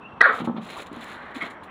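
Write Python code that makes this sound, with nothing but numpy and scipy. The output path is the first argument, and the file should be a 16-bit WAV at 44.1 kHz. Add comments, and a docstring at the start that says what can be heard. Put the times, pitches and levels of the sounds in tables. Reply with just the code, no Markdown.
"""A sharp knock slaps back from walls and fences: a hollow plastic bat hits a tethered ball on a patio.
The cord twangs and jerks the pole, which rattles in its hollow base and later clacks at the swivel.
A dog's paws scuff and thud over the slabs and its tag tinks. The ball swishes round,
and a far bird whistles over faint outdoor noise."""
import sys
import numpy as np
from scipy import signal
from scipy.fft import rfft, irfft
from scipy.io import wavfile

SR = 44100
rng = np.random.default_rng(int(sys.argv[2]) if len(sys.argv) > 2 else 0)


def materialize(psi):
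    """Save the field psi as 16-bit PCM at rate SR to the path in sys.argv[1].

    A 1-D psi becomes a single channel; in a 2-D psi each row is a channel.
    """
    bounded = np.clip(np.atleast_2d(psi).T, -1, 1)
    quanta = np.round(bounded * 32767).astype(np.int16)
    wavfile.write(sys.argv[1], SR, quanta)


N = 74970
T = np.arange(N) / SR
FREQ_HZ = np.arange(N // 2 + 1) * SR / N


def undb(db):
    """Decibels to amplitude."""
    return 10 ** (np.asarray(db) / 20)


def unit(x):
    """Scale to rms 1."""
    return x / np.sqrt(np.mean(x ** 2))


def colour(x, points):
    """Shape x by (frequency [Hz], gain [dB]) points; rms 1."""
    hz, db = np.array(points, float).T
    gain_db = np.interp(np.log(np.maximum(FREQ_HZ, 1)), np.log(hz), db)
    return unit(irfft(rfft(x) * undb(gain_db), N))


def band(hz, width_hz):
    """Noise in a bell-shaped band; rms 1."""
    bell = np.exp(-2 * ((FREQ_HZ - hz) / width_hz) ** 2)
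    return unit(irfft(rfft(rng.standard_normal(N)) * bell, N))


def fade(age_s, t60_s):
    """Exponential decay, silent before age 0."""
    return (age_s >= 0) * np.exp(-np.log(1000) * np.clip(age_s / t60_s, 0, 10))


def ring(hits, modes, push_s=0.0011):
    """Damped modes struck by (time [s], level [dB]) hits; the push softens the onset."""
    age_s = T[:N // 6]
    body = sum(undb(db) * np.sin(2 * np.pi * hz * age_s) * fade(age_s, t60_s) for hz, db, t60_s in modes)
    body *= 1 - np.exp(-age_s / push_s)
    out = np.zeros(N + len(body))
    for start_s, db in hits:
        i = int(start_s * SR)
        out[i:i + len(body)] += undb(db) * body
    return out[:N]


def room(x, wet_db, t60_s):
    """Add a diffuse tail."""
    tail = rng.standard_normal(N) * fade(T - 0.008, t60_s)
    return x + undb(wet_db) * signal.fftconvolve(x, tail / np.linalg.norm(tail))[:N]


def blip(start_s, length_s, from_hz, to_hz):
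    """Short wave packet with a quick rise and a gliding pitch."""
    progress = np.arange(int(length_s * SR)) / (length_s * SR)
    cycles = np.cumsum(from_hz * (to_hz / from_hz) ** progress) / SR
    out, i = np.zeros(N), int(start_s * SR)
    out[i:i + len(cycles)] = np.sin(np.pi * progress ** 0.74) ** 2 * np.sin(2 * np.pi * cycles)
    return out


def knock():
    """The ball chatters on the bat; two beating modes swell during contact and are then choked."""
    # ball-bat contacts (time [s], level [dB])
    contacts = [(0.2064, -2), (.2088, 6.5), (.2119, -13), (0.2151, -1.5)]
    # bat modes (frequency [Hz], gain [dB], t60 [s])
    bat_modes = [(254, -25.5, 0.044), (436, -22, 0.032), (668, -24.5, 0.054), (1134, -25, 0.06),
                 (1304, -12, 0.025), (1490, -37, 0.021), (2462, -26, 0.041), (3160, -25.5, 0.02),
                 (3950, -29, 0.012), (3940, -21.5, 0.0094)]
    # two main bat modes (frequency [Hz], level [dB])
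    ping_modes = [(1925, -1.36), (1612, -7)]
    peak_s, rise_s, hold_s = 0.2157, 0.0086, 0.000089
    age_s = T - peak_s
    swell = np.clip(1 + age_s / rise_s, 0, 1) * fade(np.maximum(age_s - hold_s, 0), t60_s=0.016)
    ping = swell * sum(undb(db) * np.cos(2 * np.pi * hz * age_s) for hz, db in ping_modes)
    return ring(contacts, bat_modes) + ping


def patio():
    """Walls and fences slap the knock back over a diffuse ring that builds band by band."""
    # reflections (time [s], level [dB], centre [Hz], length [s])
    echoes = [(0.2225, -15, 1784, 0.0055), (0.2335, -15, 1530, .008), (.2395, -9.5, 1680, 0.0082),
              (0.2507, -10, 1584, 0.0073), (.259, -11.5, 1504, 0.0079), (0.268, -17, 1400, 0.006),
              (0.2886, -16, 1457, 0.016), (0.335, -23, 1290, 0.012)]
    # diffuse ring (centre [Hz], level [dB], build-up [s], t60 [s])
    ring_bands = [(275, -45.5, 0.062, 1), (488, -30, 0.077, .42), (704, -36.5, .05, 0.9),
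                  (900, -32, 0.027, 0.42), (1270, -19, 0.065, 0.38), (1600, -14, 0.039, 0.24),
                  (1730, -23, 0.083, 0.2), (2165, -31.5, 0.038, 0.44), (3290, -43.5, 0.062, 0.6),
                  (3820, -37.5, 0.011, 0.4), (7000, -66, .02, 0.95), (10300, -70.5, .03, 1),
                  (13800, -79, .05, .9)]
    slaps = sum(undb(db) * blip(start_s, length_s, hz, hz) for start_s, db, hz, length_s in echoes)
    age_s = T - 0.21
    diffuse = 0
    for hz, db, build_s, t60_s in ring_bands:
        envelope = np.clip(age_s / build_s, 0, 1) * fade(np.maximum(age_s - build_s, 0), t60_s)
        diffuse += undb(db) * envelope * band(hz, width_hz=0.26 * hz)
    return slaps + diffuse


def cord():
    """The cord twangs, treble arriving before bass."""
    # falling twangs (time [s], level [dB], from [Hz], to [Hz], length [s])
    twangs = [(0.224, -15, 1630, 435, 0.0052), (0.254, -21.5, 749, 400, 0.028),
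              (.335, -33, 1391, 1220, .075), (0.396, -34, 1430, 350, 0.0117),
              (0.5663, -38, 1160, 680, 0.0065), (.5815, -31.5, 1340, 350, 0.0053)]
    return sum(undb(db) * blip(start_s, length_s, from_hz, to_hz)
               for start_s, db, from_hz, to_hz, length_s in twangs)


def pole():
    """The pole rocks in its hollow base; harder contacts ring the upper modes."""
    # pole-base contacts (time [s], level [dB], brightness [dB], pitch by place of contact [ratio])
    contacts = [(0.402, -20.5, -0.5, .95), (0.4175, -15, -11, 0.99), (.441, -23, 3, 0.87),
                (0.4737, -13, -0.5, 1.01), (0.483, -16, -5, 1.04), (0.495, -28, 10.5, 0.9),
                (0.512, -27, 0.5, .97), (.544, -22.5, -21, .94), (0.563, -24, 2, 1.02),
                (0.58, -22, -12, 1.09), (0.593, -22.5, -5, .92), (0.636, -43, -20, 1.03),
                (0.914, -25.5, -8.5, 1.14), (0.931, -27.5, -13, 1.2), (.969, -27, -15, 0.99),
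                (1.421, -28.5, 5, 1.28), (1.438, -33.5, 12.5, 1.14)]
    # base modes (frequency [Hz], gain [dB], t60 [s])
    base_modes = [(151.5, -21.5, 0.17), (192.4, -11.5, 0.19), (236.9, -1.5, 0.077), (298, -6.5, 0.044),
                  (543, -10.5, 0.049), (884, -2, 0.022), (1100, -5, 0.02), (1245, -10, 0.021)]
    upper_hz, low_cut_hz = 400, 150
    thumps = 0
    for start_s, db, bright_db, ratio in contacts:
        modes = [(hz * ratio, gain_db + bright_db * (hz > upper_hz), t60_s)
                 for hz, gain_db, t60_s in base_modes]
        thumps += ring([(start_s, db)], modes, push_s=0.0016)
    thumps = signal.sosfilt(signal.butter(2, low_cut_hz, "high", fs=SR, output="sos"), thumps)
    return room(thumps, wet_db=-6.5, t60_s=0.3)


def swivel():
    """The swivel rings in a quick run of clacks."""
    # clacks (time [s], level [dB])
    clacks = [(1.4075, -27), (1.4125, -20), (1.4195, -18), (1.433, -21)]
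    # swivel modes (frequency [Hz], gain [dB], t60 [s])
    modes = [(1274, -10.5, 0.05), (1983, -1.5, 0.026), (2177, -1.5, 0.039), (3210, -8, 0.016),
             (3750, -21, .02)]
    return room(ring(clacks, modes), wet_db=-9.5, t60_s=0.35)


def grains(per_s, spread_db):
    """Grit catches on stone: random impulses of uneven size."""
    size = undb(spread_db * np.minimum(rng.exponential(size=N), 4))
    return (rng.random(N) < per_s / SR) * size * rng.choice([-1, 1], N)


def paws():
    """Paws drag grit unevenly over the stone; claws tick."""
    # paw scuffs (time [s], length [s], level [dB], grit trim [dB])
    strokes = [(0.311, 0.07, -47.5, 3), (0.383, 0.028, -41, -8.5), (0.443, 0.017, -45.5, -2.5),
               (0.562, 0.015, -43.5, -27), (0.608, 0.07, -46, -1), (0.684, 0.021, -40, -3.5),
               (0.707, 0.053, -44.5, -2.5), (0.76, 0.066, -40, 0), (0.861, 0.0041, -44.5, -3.5),
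               (0.907, 0.089, -48.5, -6.5), (1.001, 0.043, -41.5, -2), (1.049, 0.093, -43.5, -3),
               (1.119, 0.2, -53, -10.5), (1.34, 0.041, -40.5, -3), (1.396, 0.075, -41, -6.5),
               (1.498, 0.013, -50, 2), (1.633, 0.0014, -47, -2)]
    # scraping spectrum (frequency [Hz], gain [dB])
    scrape_spectrum = [(80, -14), (250, 5.5), (800, 1), (1300, -1.5), (2200, 2), (2900, -1.5), (4100, -1.5),
                       (4800, -25.5), (8000, -41)]
    # fine grit and claw spectrum (frequency [Hz], gain [dB])
    grit_spectrum = [(3000, 1.5), (4700, 0.5), (5800, -2.5), (7200, 6.5), (8600, -5.5), (10300, 4.5),
                     (12200, -21), (14000, -2), (16000, -15)]
    # claw ticks (time [s], level [dB])
    ticks = [(0.351, -45), (0.452, -48), (0.821, -40), (0.832, -47), (.869, -44), (.930, -47), (0.963, -47),
             (1.043, -41)]
    rise_share, release_s, grit_db = 0.37, 0.015, -12
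    scrape = colour(grains(per_s=1800, spread_db=0.5), scrape_spectrum)
    grit = undb(grit_db) * colour(grains(per_s=2400, spread_db=3.2), grit_spectrum)
    scuffs = 0
    for start_s, length_s, db, trim_db in strokes:
        rise = np.clip((T - start_s) / (rise_share * length_s), 0, 1)
        release = np.exp(-np.maximum(T - start_s - length_s, 0) / release_s)
        scuffs += undb(db) * rise * release * (scrape + undb(trim_db) * grit)
    tick_envelope = sum(undb(db) * fade(T - start_s, t60_s=0.0093) for start_s, db in ticks)
    claws = tick_envelope * colour(rng.standard_normal(N), grit_spectrum)
    judder_db = band(0, width_hz=70)
    return scuffs * undb(judder_db) + claws


def footfalls():
    """The dog's pads land on the slabs with dull thuds."""
    # thuds (time [s], level [dB], pitch [Hz], length [s])
    thuds = [(.126, -38.5, 95, 0.023), (0.34, -43, 101, 0.016), (0.916, -45.5, 85, 0.058),
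             (1.361, -27.5, 265, 0.02)]
    return sum(undb(db) * blip(start_s, length_s, hz, hz) for start_s, db, hz, length_s in thuds)


def swishes():
    """Air rushes past the circling ball and its cord."""
    # passes (peak time [s], Gaussian sigma [s], level [dB], centre [Hz], width [Hz])
    passes = [(0.766, 0.024, -37.5, 1016, 580), (1.14, 0.15, -45, 1230, 1200),
              (1.303, 0.22, -44.5, 1720, 740), (1.445, 0.058, -42, 1080, 1140),
              (1.7, 0.021, -44.5, 1670, 1630)]
    return sum(undb(db) * np.exp(-0.5 * ((T - peak_s) / sigma_s) ** 2) * band(hz, width_hz)
               for peak_s, sigma_s, db, hz, width_hz in passes)


def collar():
    """The dog's tag tinks faintly."""
    # tag contacts (time [s], level [dB])
    tinks = [(1.508, -64), (1.637, -58)]
    # tag modes (frequency [Hz], gain [dB], t60 [s])
    modes = [(9300, 4, 0.037), (14300, -10, 0.055), (15000, -10, 0.092)]
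    return ring(tinks, modes)


def bird():
    """A far bird gives one thin, wavering whistle."""
    # whistle contour (time [s], pitch [Hz], level [dB])
    contour = [(0, 2620, -71), (0.021, 2640, -52), (0.055, 2690, -41), (0.079, 2780, -49.5),
               (.1, 2660, -59), (0.125, 2740, -49), (0.161, 2660, -58), (.21, 2660, -60)]
    roughness, flutter_db = 0.024, 2.5
    time_s, hz, db = np.array(contour).T
    pitch_hz = np.interp(T, time_s, hz) * (1 + roughness * band(0, width_hz=230))
    level_db = np.interp(T, time_s, db) + flutter_db * band(0, width_hz=90)
    return undb(level_db) * np.sin(2 * np.pi * np.cumsum(pitch_hz) / SR) * (T < time_s[-1])


def air():
    """Faint, slightly wavering outdoor noise with a thin whine."""
    # outdoor noise spectrum (frequency [Hz], gain [dB])
    spectrum = [(25, 8.5), (60, 2.5), (130, -1), (230, 5.5), (400, 0.5), (700, 1.5), (1100, 5),
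                (1600, -5.5), (2300, -16.5), (3200, -16), (4200, -31.5), (5000, -40.5), (10000, -51),
                (16000, -58)]
    # steady whine (frequency [Hz], level [dB])
    tones = [(5696, -86), (7881, -92)]
    mean_db, waver_db = -43.5, 1.4
    level_db = mean_db + waver_db * band(0, width_hz=41)
    whine = sum(undb(db) * np.sin(2 * np.pi * hz * T) for hz, db in tones)
    return undb(level_db) * colour(rng.standard_normal(N), spectrum) + whine


def scene():
    """Mono mix of game, dog and background."""
    game = knock() + patio() + cord() + pole() + swivel()
    dog = paws() + footfalls() + collar()
    return (game + dog + swishes() + bird() + air())[None]


def record(dry):
    """The microphone sheds deep bass; the recorder clips the tip of the knock and cuts the top."""
    low_cut_hz, top_hz = 79, 15800
    thin = signal.sosfilt(signal.butter(2, low_cut_hz, "high", fs=SR, output="sos"), dry)
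    clipped = np.clip(thin, -1, 1)
    return signal.sosfilt(signal.ellip(8, 0.2, 70, top_hz, fs=SR, output="sos"), clipped)


dry = scene()
out = record(dry)
materialize(out)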